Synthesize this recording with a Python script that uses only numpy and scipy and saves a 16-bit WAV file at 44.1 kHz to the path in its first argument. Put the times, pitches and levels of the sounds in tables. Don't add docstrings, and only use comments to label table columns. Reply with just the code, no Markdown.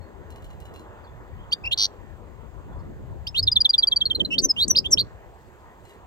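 import sys
import numpy as np
from scipy import signal
from scipy.fft import rfft, irfft, next_fast_len
from scipy.io import wavfile
from scipy.ndimage import uniform_filter1d, map_coordinates

SR = 44100
rng = np.random.default_rng(int(sys.argv[2]) if len(sys.argv) > 2 else 0)


def pcm_store(signal):
    levels = np.round(np.clip(np.atleast_2d(signal), -1, 1) * 32767)
    wavfile.write(sys.argv[1], SR, levels.astype(np.int16).T)


N = 267386


def amp(db):
    return 10 ** (np.asarray(db) / 20)


def unit(x):
    return x / np.sqrt(np.mean(x ** 2) + 1e-20)


def along(points, hz):
    f, v = np.transpose(points)
    return np.interp(np.log(hz + 1), np.log(f + 1), v)


def curves(rows):
    s, *cols = np.transpose(rows)
    return [np.interp(np.arange(N) / SR, s, c) for c in cols]


def wobble(rate, count=N):
    knots = rng.standard_normal(int(count * rate / SR) + 4)
    return map_coordinates(knots, [np.arange(count) * rate / SR])


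def filtered(x, response):
    m = next_fast_len(N + SR // 2)
    return irfft(rfft(x, m) * response(np.fft.rfftfreq(m, 1 / SR)), m)[..., :N]


def add(track, s, sound):
    part = track[max(round(s * SR), 0):][:len(sound)]
    part += sound[:len(part)]


def rush(spectrum, alike, patchy_db):
    z = signal.stft(rng.standard_normal((2, N)), nperseg=512)[2]
    field = uniform_filter1d(rng.standard_normal(z.shape[1:]), 6, 0)
    field = uniform_filter1d(field, 14, 1)
    pair = signal.istft(z * amp(patchy_db * unit(field)), nperseg=512)[1][:, :N]

    def mid_side(hz):
        angle = np.arccos(np.clip(along(alike, hz), -1, 1)) / 2
        return amp(along(spectrum, hz)) * [np.cos(angle), np.sin(angle)]

    mid, side = filtered(pair, mid_side)
    return unit(np.array([mid + side, mid - side]))


# (frequency [Hz], lead [rad])
PHASE_LEAD = [(300, .3), (1000, 1.3), (2400, 1.8), (2750, 2.2), (3100, 3.3), (3400, 4.1), (4700, 5.7),
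              (6100, 7.7), (7000, 8.6), (7800, 7.6), (8700, 9.6), (9600, 12.4), (11900, 17.5), (15500, 23)]


def ports(x, shade):
    def half(hz):
        return amp(along(shade, hz) / 2) * np.exp(.5j * along(PHASE_LEAD, hz) * (hz > 0))

    return filtered(x, lambda hz: np.array([half(hz), 1 / half(hz)]))


def echoes(x, t60, delay_s, wobble_hz):
    t = np.arange(SR // 2) / SR
    tail = rng.standard_normal((2, len(t))) * amp(-60 * t / t60) * (t > delay_s)
    gain = np.array([unit(wobble(wobble_hz)), unit(wobble(wobble_hz))])
    return gain * signal.fftconvolve(x, tail / np.linalg.norm(tail[0]), axes=1)[:, :N]


# (time [s], level before a common lift [dB])
HUSH_SWELL = [(0.0, -54.5), (0.91, -53), (3.44, -56.5), (6.06, -55.5)]
# (frequency [Hz], relative spectral level [dB])
HUSH_SPECTRUM = [(90, -34.5), (150, -21), (200, -12), (270, -15), (370, -8), (700, -12), (1000, -11),
                 (1300, -18.5), (1900, -21), (2300, -33), (3500, -35.5), (4600, -64)]
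# (frequency [Hz], share [0-1])
HUSH_LIKENESS = [(150, 0.59), (700, 0.75), (2500, 1), (6000, 0.075), (15000, 0.072)]
# (frequency [Hz], relative spectral level [dB])
HISS_SPECTRUM = [(2500, 4.5), (3500, -1), (4800, -2), (5800, -10), (6400, 0), (8200, -2), (9300, -26.5),
                 (11000, -9.5), (13400, -10.5), (14000, -1), (14600, -6), (15900, -8.5)]


def hush():
    level_db, = curves(HUSH_SWELL)
    level = amp(level_db + 4.5 + 1.2 * wobble(5.2))
    pair = level * rush(HUSH_SPECTRUM, HUSH_LIKENESS, patchy_db=2.0)
    hiss = rush(HISS_SPECTRUM, [(5000, 0.13)], patchy_db=1)
    return ports(pair, [(1000, 0)]) + amp(-65.5) * hiss


# (time [s], rumble level [dB], flutter level [dB], left minus right [dB])
GUSTS = [(0, -51.5, -56, 20.5), (.57, -39, -54, -0.5), (.85, -49, -54, 3.5), (1.62, -40, -51, -3.5),
         (1.9, -49, -61.5, 12), (2.5, -47.5, -55, 17.5), (2.68, -36.5, -50, 2), (2.85, -39, -47.5, 1),
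         (3.12, -36, -44, 7.5), (3.26, -43, -61.5, 5.5), (3.45, -31, -45, 1.5), (3.7, -50.5, -61.5, -9),
         (4.0, -44, -53.5, 1), (4.18, -42, -35, -5), (4.44, -40.5, -36, 7), (4.55, -49, -48, 6.5),
         (4.67, -38, -37, 1.5), (4.85, -41.5, -41, 1.5), (5.02, -31.5, -37.5, -1), (5.12, -46.5, -75, -1.5),
         (6.06, -53.5, -64, -6)]
# (frequency [Hz], relative spectral level [dB])
RUMBLE_SPECTRUM = [(12, -35.5), (20, -19), (43, 1.5), (81, 2), (145, -7), (300, -26.5), (390, -51),
                   (660, -120)]
# (frequency [Hz], relative spectral level [dB])
FLUTTER_SPECTRUM = [(60, -59), (100, -16.5), (170, 5), (350, 3.5), (600, -4), (900, -39.5), (1500, -120)]


def wind():
    rumble_db, flutter_db, pan_db = curves(GUSTS)
    side = amp(np.array([pan_db, -pan_db]) / 2)

    def lumps(rate, db):
        return amp(db * np.array([wobble(rate), wobble(rate)]))

    rumble = unit(lumps(16, 3) * rush(RUMBLE_SPECTRUM, [(30, .2)], patchy_db=.8))
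    flutter = unit(lumps(30, 3.5) * rush(FLUTTER_SPECTRUM, [(30, 0.089)], patchy_db=2.5))
    return side * (amp(rumble_db) * rumble + amp(flutter_db) * flutter)


def glide(ms, start_hz, end_hz, bend, narrow):
    u = np.linspace(0, 1, int(ms * SR / 1000))
    pitch = end_hz + (start_hz - end_hz) * (1 - u) ** bend
    turns = np.cumsum(pitch) / SR + rng.uniform()
    return np.sin(np.pi * u) ** narrow * np.exp(2j * np.pi * turns)


# (start [s], length [ms], start pitch [Hz], end pitch [Hz], peak level before the ports [dB])
FAR_CALLS = [(0.005, 48, 4230, 4390, -61), (1.037, 24.7, 4900, 3900, -57), (1.045, 29, 4190, 5120, -67),
             (1.07, 20, 3560, 3380, -57), (1.37, 69, 2860, 3560, -60), (2.72, 34, 3380, 3460, -63),
             (2.785, 37, 4175, 4650, -65), (2.785, 31, 5000, 5150, -69)]


def far_birds():
    calls = np.zeros(N)
    for s, ms, start_hz, end_hz, db in FAR_CALLS:
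        add(calls, s, amp(db) * glide(ms, start_hz, end_hz, bend=0.93, narrow=1.3).real)
    return calls


# (time [s], strength [dB])
CONTACTS = [(0.3037, -41), (0.36, -43.5), (0.4226, -47), (0.444, -42), (0.504, -46.5), (0.5294, -51),
            (0.603, -41.5), (0.6537, -43), (0.7393, -43), (0.761, -43.5), (0.795, -45), (0.8195, -55.5),
            (5.6947, -66), (5.798, -61), (5.853, -50.5), (5.8694, -54), (5.8946, -45), (5.9118, -56),
            (5.938, -51.5)]
# (frequency [Hz], relative level [dB], 60 dB decay time [s])
WIRE_MODES = [(1580, 2, 0.066), (2340, -4, 0.063), (2880, 2, 0.16), (3400, -9, 0.15), (4050, -2, 0.15),
              (6300, -12, 0.08), (6850, -7, 0.1), (8500, -16, .04)]
# (frequency [Hz], relative level [dB])
AIR_SPECTRUM = [(1800, -32), (2600, 1), (6000, -4.5), (8500, -0.5), (9700, -20.5), (12000, -2.5),
                (16000, -35)]


def cage():
    sound, t = np.zeros(N), np.arange(SR // 8) / SR
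    for s, db in CONTACTS:
        ring = 0
        for hz, level, t60 in WIRE_MODES:
            decay = amp(level + 4.4 * np.tanh(rng.normal()) - 60 * t / t60)
            ring = ring + decay * np.sin(2 * np.pi * hz * (1 + rng.normal(0, 0.0167)) * t)
        click = amp(-60 * t / 0.0062)
        grains = 0.47 * amp(-60 * t / 0.16 + 1.0 * wobble(250, len(t)))
        scrape = (click + grains) * rng.standard_normal(len(t))
        add(sound, s, amp(db) * (amp(-11) * ring * wobble(194, len(t)) + amp(-6.5) * scrape))
    return filtered(sound, lambda f: amp(along(AIR_SPECTRUM, np.maximum(f, 2400)) / 3) * (f > 900))


# (start [s], length [ms], start pitch [Hz], end pitch [Hz], bend [over 1 glides fast first],
# peak level [dB], place of the peak [0-1], fall of the swell half a note from the peak [dB])
FREE_WHISTLES = [(1.511, 23, 3600, 7400, 1.4, -41.5, 0.3, 2),
                 (1.5176, 24, 2400, 3714, 2.4, -17, 0.59, 12.5),
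                 (1.5203, 25, 4300, 4754, 2.5, -15.5, 0.6, 20),
                 (1.6364, 26, 2420, 2780, 1.5, -25, 0.83, 5.5), (1.654, 14, 3900, 5310, 1.8, -40, .3, 0.5),
                 (1.656, 35, 2300, 2815, 1.8, -22.5, 0.52, 16.5),
                 (1.709, 43, 3050, 4555, 0.84, -20.5, .55, 12.5),
                 (1.7108, 38, 2500, 4010, 0.83, -19, 0.6, 13.5),
                 (1.715, 23, 4060, 4570, 0.65, -29, .45, 18.5),
                 (3.267, 38, 4307, 5278, 2.5, -30.5, 0.2, 4.5),
                 (3.267, 15.6, 4365, 6190, 1.362, -38, 0.4, 12),
                 (3.2661, 24, 2400, 4000, 1.8, -26, 0.31, 23.5),
                 (3.343, 69, 2520, 4310, 1.25, -21, 0.47, 13.5),
                 (3.344, 68, 2950, 4550, 1.9, -13, 0.9, 16.5), (4.302, 83, 2840, 3146, 1.5, -25, 0.41, 21),
                 (4.305, 53.5, 2590, 2817, 1, -21.5, 0.6, 11.5),
                 (4.379, 27, 2800, 5480, 2.6, -13.5, 0.34, 24.5),
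                 (4.386, 27, 4400, 4610, 0.75, -19, 0.25, 7.5), (4.418, 51.5, 6130, 6070, 1, -12, 0.61, 38),
                 (4.4846, 39, 5690, 5085, 4, -11.5, 0.68, 19), (4.561, 97, 2700, 4160, 1.2, -21, .48, 15),
                 (4.562, 95, 2980, 4870, .85, -12.5, 0.9, 13.5),
                 (4.685, 37.5, 6090, 5870, 1.3, -8, 0.71, 35.5),
                 (4.748, 12, 2300, 3657, 1.2, -23.5, .6, 7.5),
                 (4.7514, 31, 2500, 5156, 2.6, -11.5, 0.57, 14),
                 (4.7735, 25, 2921, 5340, 2.1, -10.5, 0.5, 17.5),
                 (4.779, 18, 4060, 5140, 1.4, -15.5, 0.14, 4), (4.8413, 28, 2920, 3750, 1.2, -33.5, .7, 2),
                 (4.84, 41, 2320, 3620, 1.6, -20.5, 0.6, 34.5),
                 (4.905, 47, 6480, 5403, 1.6, -7, 0.68, 35.5),
                 (4.9099, 21, 8430, 6050, 0.85, -22.5, 0.6, 9.5),
                 (4.972, 10, 2507, 3694, 1.8, -18.5, 0.08, 6), (4.9775, 27, 2405, 4740, 2.6, -16, .5, 5),
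                 (4.996, 22, 3010, 4773, 2.2, -15.5, .35, 12.5),
                 (5.007, 19, 4350, 4120, 1, -17.5, 0.08, 8.5)]
# (start [s], pitch [Hz], peak level [dB], place of the peak [0-1])
HIGH_NOTES = [(3.4267, 5050, -20, 0.46), (3.5158, 4917, -14, 0.48), (3.604, 4860, -11, 0.6),
              (3.692, 4840, -10.5, 0.6), (3.7797, 4798, -10.5, 0.56), (3.8707, 4735, -12, 0.47),
              (3.9602, 4647, -13.5, 0.5), (4.0542, 4300, -15.5, .35), (4.1478, 4173, -19, 0.5),
              (4.2482, 4100, -21.5, .3)]
HIGH_MS, HIGH_FROM, HIGH_TO, HIGH_BEND = 21.2, 1.009, 0.97, .7
HIGH_FALL_DB, HIGH_ATTACK_MS = 7, 2
# (start [s], lowest pitch [Hz], peak level [dB])
HOOK_NOTES = [(3.4684, 3470, -11), (3.5557, 3400, -10), (3.645, 3374, -10.5), (3.7319, 3402, -11.5),
              (3.8229, 3340, -12.5), (3.9131, 3266, -13.5), (4.005, 3181, -14), (4.0991, 3086, -16.5),
              (4.1954, 3003, -16)]
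HOOK_MS, HOOK_FROM, HOOK_TO = 27.3, 1.325, 1.07
HOOK_TURN, HOOK_PEAK = .44, 0.45
HOOK_FALL_DB, HOOK_ATTACK_MS, HOOK_SHELF_DB = 7.5, 2.2, -15
HOOK_RISE = 9
# (start [s], start pitch [Hz], top pitch [Hz], end pitch [Hz], peak level [dB])
ARCH_NOTES = [(4.4155, 6300, 8800, 6500, -37), (4.6786, 4507, 8695, 6634, -21.5)]
ARCH_MS, ARCH_PEAK, ARCH_FALL_DB, ARCH_SHELF_DB = 26, .2, 90, -16.5
ATTACK_MS, SHELF_DB = 4, -26
RELEASE = 0.33


def whistles():
    notes = []

    def note(s, ms, shape, db, peak, fall_db, attack_ms=ATTACK_MS, shelf_db=SHELF_DB, rise=1):
        u = np.linspace(0, 1, int(ms * SR / 1000))
        edges = np.clip(u * ms / attack_ms, 0, 1) * np.clip((1 - u) / RELEASE, 0, 1)
        hump = amp(-fall_db * np.where(u < peak, rise, 1) * (2 * (u - peak)) ** 2)
        swell = np.sin(edges * np.pi / 2) ** 2 * amp(db) * (hump + amp(shelf_db))
        pitch = uniform_filter1d(shape(u), len(u) // 8 + 1, mode="nearest")
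        notes.append((s, pitch, swell))

    for s, ms, start_hz, end_hz, bend, *swell in FREE_WHISTLES:
        note(s, ms, lambda u: end_hz + (start_hz - end_hz) * (1 - u) ** bend, *swell)
    for s, hz, db, peak in HIGH_NOTES:
        note(s, HIGH_MS, lambda u: hz * (HIGH_TO + (HIGH_FROM - HIGH_TO) * (1 - u) ** HIGH_BEND),
             db, peak, HIGH_FALL_DB, HIGH_ATTACK_MS)
    for s, hz, db in HOOK_NOTES:
        note(s, HOOK_MS, lambda u: hz * np.interp(u, [0, HOOK_TURN, 1], [HOOK_FROM, 1, HOOK_TO]),
             db, HOOK_PEAK, HOOK_FALL_DB, HOOK_ATTACK_MS, HOOK_SHELF_DB, HOOK_RISE)
    for s, start_hz, top_hz, end_hz, db in ARCH_NOTES:
        note(s, ARCH_MS, lambda u: top_hz - (top_hz - np.where(u < .5, start_hz, end_hz)) * (2 * u - 1) ** 2,
             db, ARCH_PEAK, ARCH_FALL_DB, HOOK_ATTACK_MS, ARCH_SHELF_DB)
    return notes


# (delay [ms], length [ms], start pitch [Hz], end pitch [Hz],
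# level relative to the stroke [dB])
BUZZ_FLICKS = [(-1, 6, 2200, 6600, -8), (1.3, 7.7, 3500, 4900, -4.5), (6, 3.4, 3800, 6900, -18.5),
               (.5, 6.6, 2600, 3900, -13.5), (3.5, 5, 5300, 6100, -8.5)]
BUZZ_S, BUZZ_PERIOD_MS, BUZZ_STROKES = 1.7745, 9.45, 10
BUZZ_DB, BUZZ_GROWS, BUZZ_LAST_DB = -9, 2, -13
# (whistle pitch [Hz], level re the whistle's peak [dB])
SECOND_HARMONIC = [(2500, -15), (3000, -34.5), (3500, -35), (4300, -36.5), (4800, -42), (5200, -33.5),
                   (5700, -18), (6200, -27), (7500, -53.5)]
THIRD_HARMONIC = [(2500, -58), (3400, -40), (4200, -34.5), (4700, -43), (5100, -27.5), (5500, -58.5),
                  (7000, -69)]
FOURTH_DB = -10


def finch():
    voice, squared, cubed, flow, power = np.zeros((5, N), complex)

    def sing(s, tone, second_db, third_db):
        size = np.abs(tone) + 1e-9
        grown = size * (size / size.max()) ** 0.28
        add(voice, s, tone)
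        add(squared, s, tone / size * np.sqrt(amp(second_db) * grown))
        add(cubed, s, tone / size * np.cbrt(amp(third_db) * grown))
        add(flow, s, size)
        add(power, s, size ** 2)

    for s, pitch, swell in whistles():
        n = len(pitch)
        turns = np.cumsum(pitch * (1 + 0.0037 * wobble(580, n))) / SR + rng.uniform()
        grain = 1 + amp(-25) * wobble(1500, n) + amp(-20) * wobble(250, n)
        tone = swell * grain * np.exp(2j * np.pi * turns)
        sing(s, tone, along(SECOND_HARMONIC, pitch), along(THIRD_HARMONIC, pitch))

    for k in range(BUZZ_STROKES):
        s = BUZZ_S + k * BUZZ_PERIOD_MS / 1000
        growth_db = 20 * np.log10(1 - np.exp(-(k + 1) / BUZZ_GROWS))
        db = BUZZ_DB + growth_db + BUZZ_LAST_DB * (k + 1 == BUZZ_STROKES)
        for delay_ms, ms, start_hz, end_hz, flick_db in BUZZ_FLICKS:
            tune = 1 + 0.0067 * rng.standard_normal()
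            late_ms = 0.24 * rng.standard_normal()
            flick = amp(db + flick_db) * glide(ms, start_hz * tune, end_hz * tune, bend=1.4, narrow=2.5)
            flick *= 1 + .22 * wobble(900, len(flick))
            sing(s + (delay_ms + late_ms) / 1000, flick, second_db=-32.5, third_db=-42)

    flutter = 1 + 0.27 * wobble(500)
    fourth = amp(FOURTH_DB) * cubed ** 4 / (np.abs(cubed) + 1e-9)
    overtones = flutter * (squared ** 2 + cubed ** 3 + fourth)
    strands = amp(10.0) * cubed ** 2 * cubed.conj()
    overlap = np.sqrt(np.abs(flow ** 2 - power))
    air = amp(-44) * flow.real + amp(-36) * overlap
    noise = filtered(rng.standard_normal(N), lambda hz: amp(along(AIR_SPECTRUM, hz)))
    return (voice + overtones + strands).real + air * unit(noise)


# (middle [s], half length for a 10 dB fall [s], level before graininess [dB])
RUSTLES = [(5.4, .2, -73), (5.66, .15, -78), (5.89, .08, -66)]


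def feathers():
    t = np.arange(N) / SR
    level = sum(amp(db - 10 * ((t - s) / half_s) ** 2) for s, half_s, db in RUSTLES)
    return level * amp(1.7 * wobble(110)) * rush(AIR_SPECTRUM, [(5000, 0.4)], patchy_db=3.0)


# (frequency [Hz], left minus right [dB])
BIRD_SHADE = [(2400, 1.5), (2750, 0), (3100, -6.5), (3500, -1), (4000, -1.5), (4800, 0), (6000, 0.5),
              (8000, 5.5), (15000, 1)]


def scene():
    bird = ports(finch() + cage(), BIRD_SHADE)
    far = ports(far_birds(), BIRD_SHADE)
    near_walls = amp(-22) * echoes(bird, t60=.06, delay_s=.007, wobble_hz=70)
    street = amp(-43) * echoes(bird, t60=.35, delay_s=.02, wobble_hz=300)
    far_echoes = amp(-7.0) * echoes(far, t60=0.24, delay_s=0.014, wobble_hz=85.0)
    return bird + near_walls + street + far + far_echoes + feathers() + wind() + hush()


TOP_HZ = 15900


def record(dry):
    return filtered(dry, lambda hz: hz < TOP_HZ)


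dry = scene()
out = record(dry)
pcm_store(out)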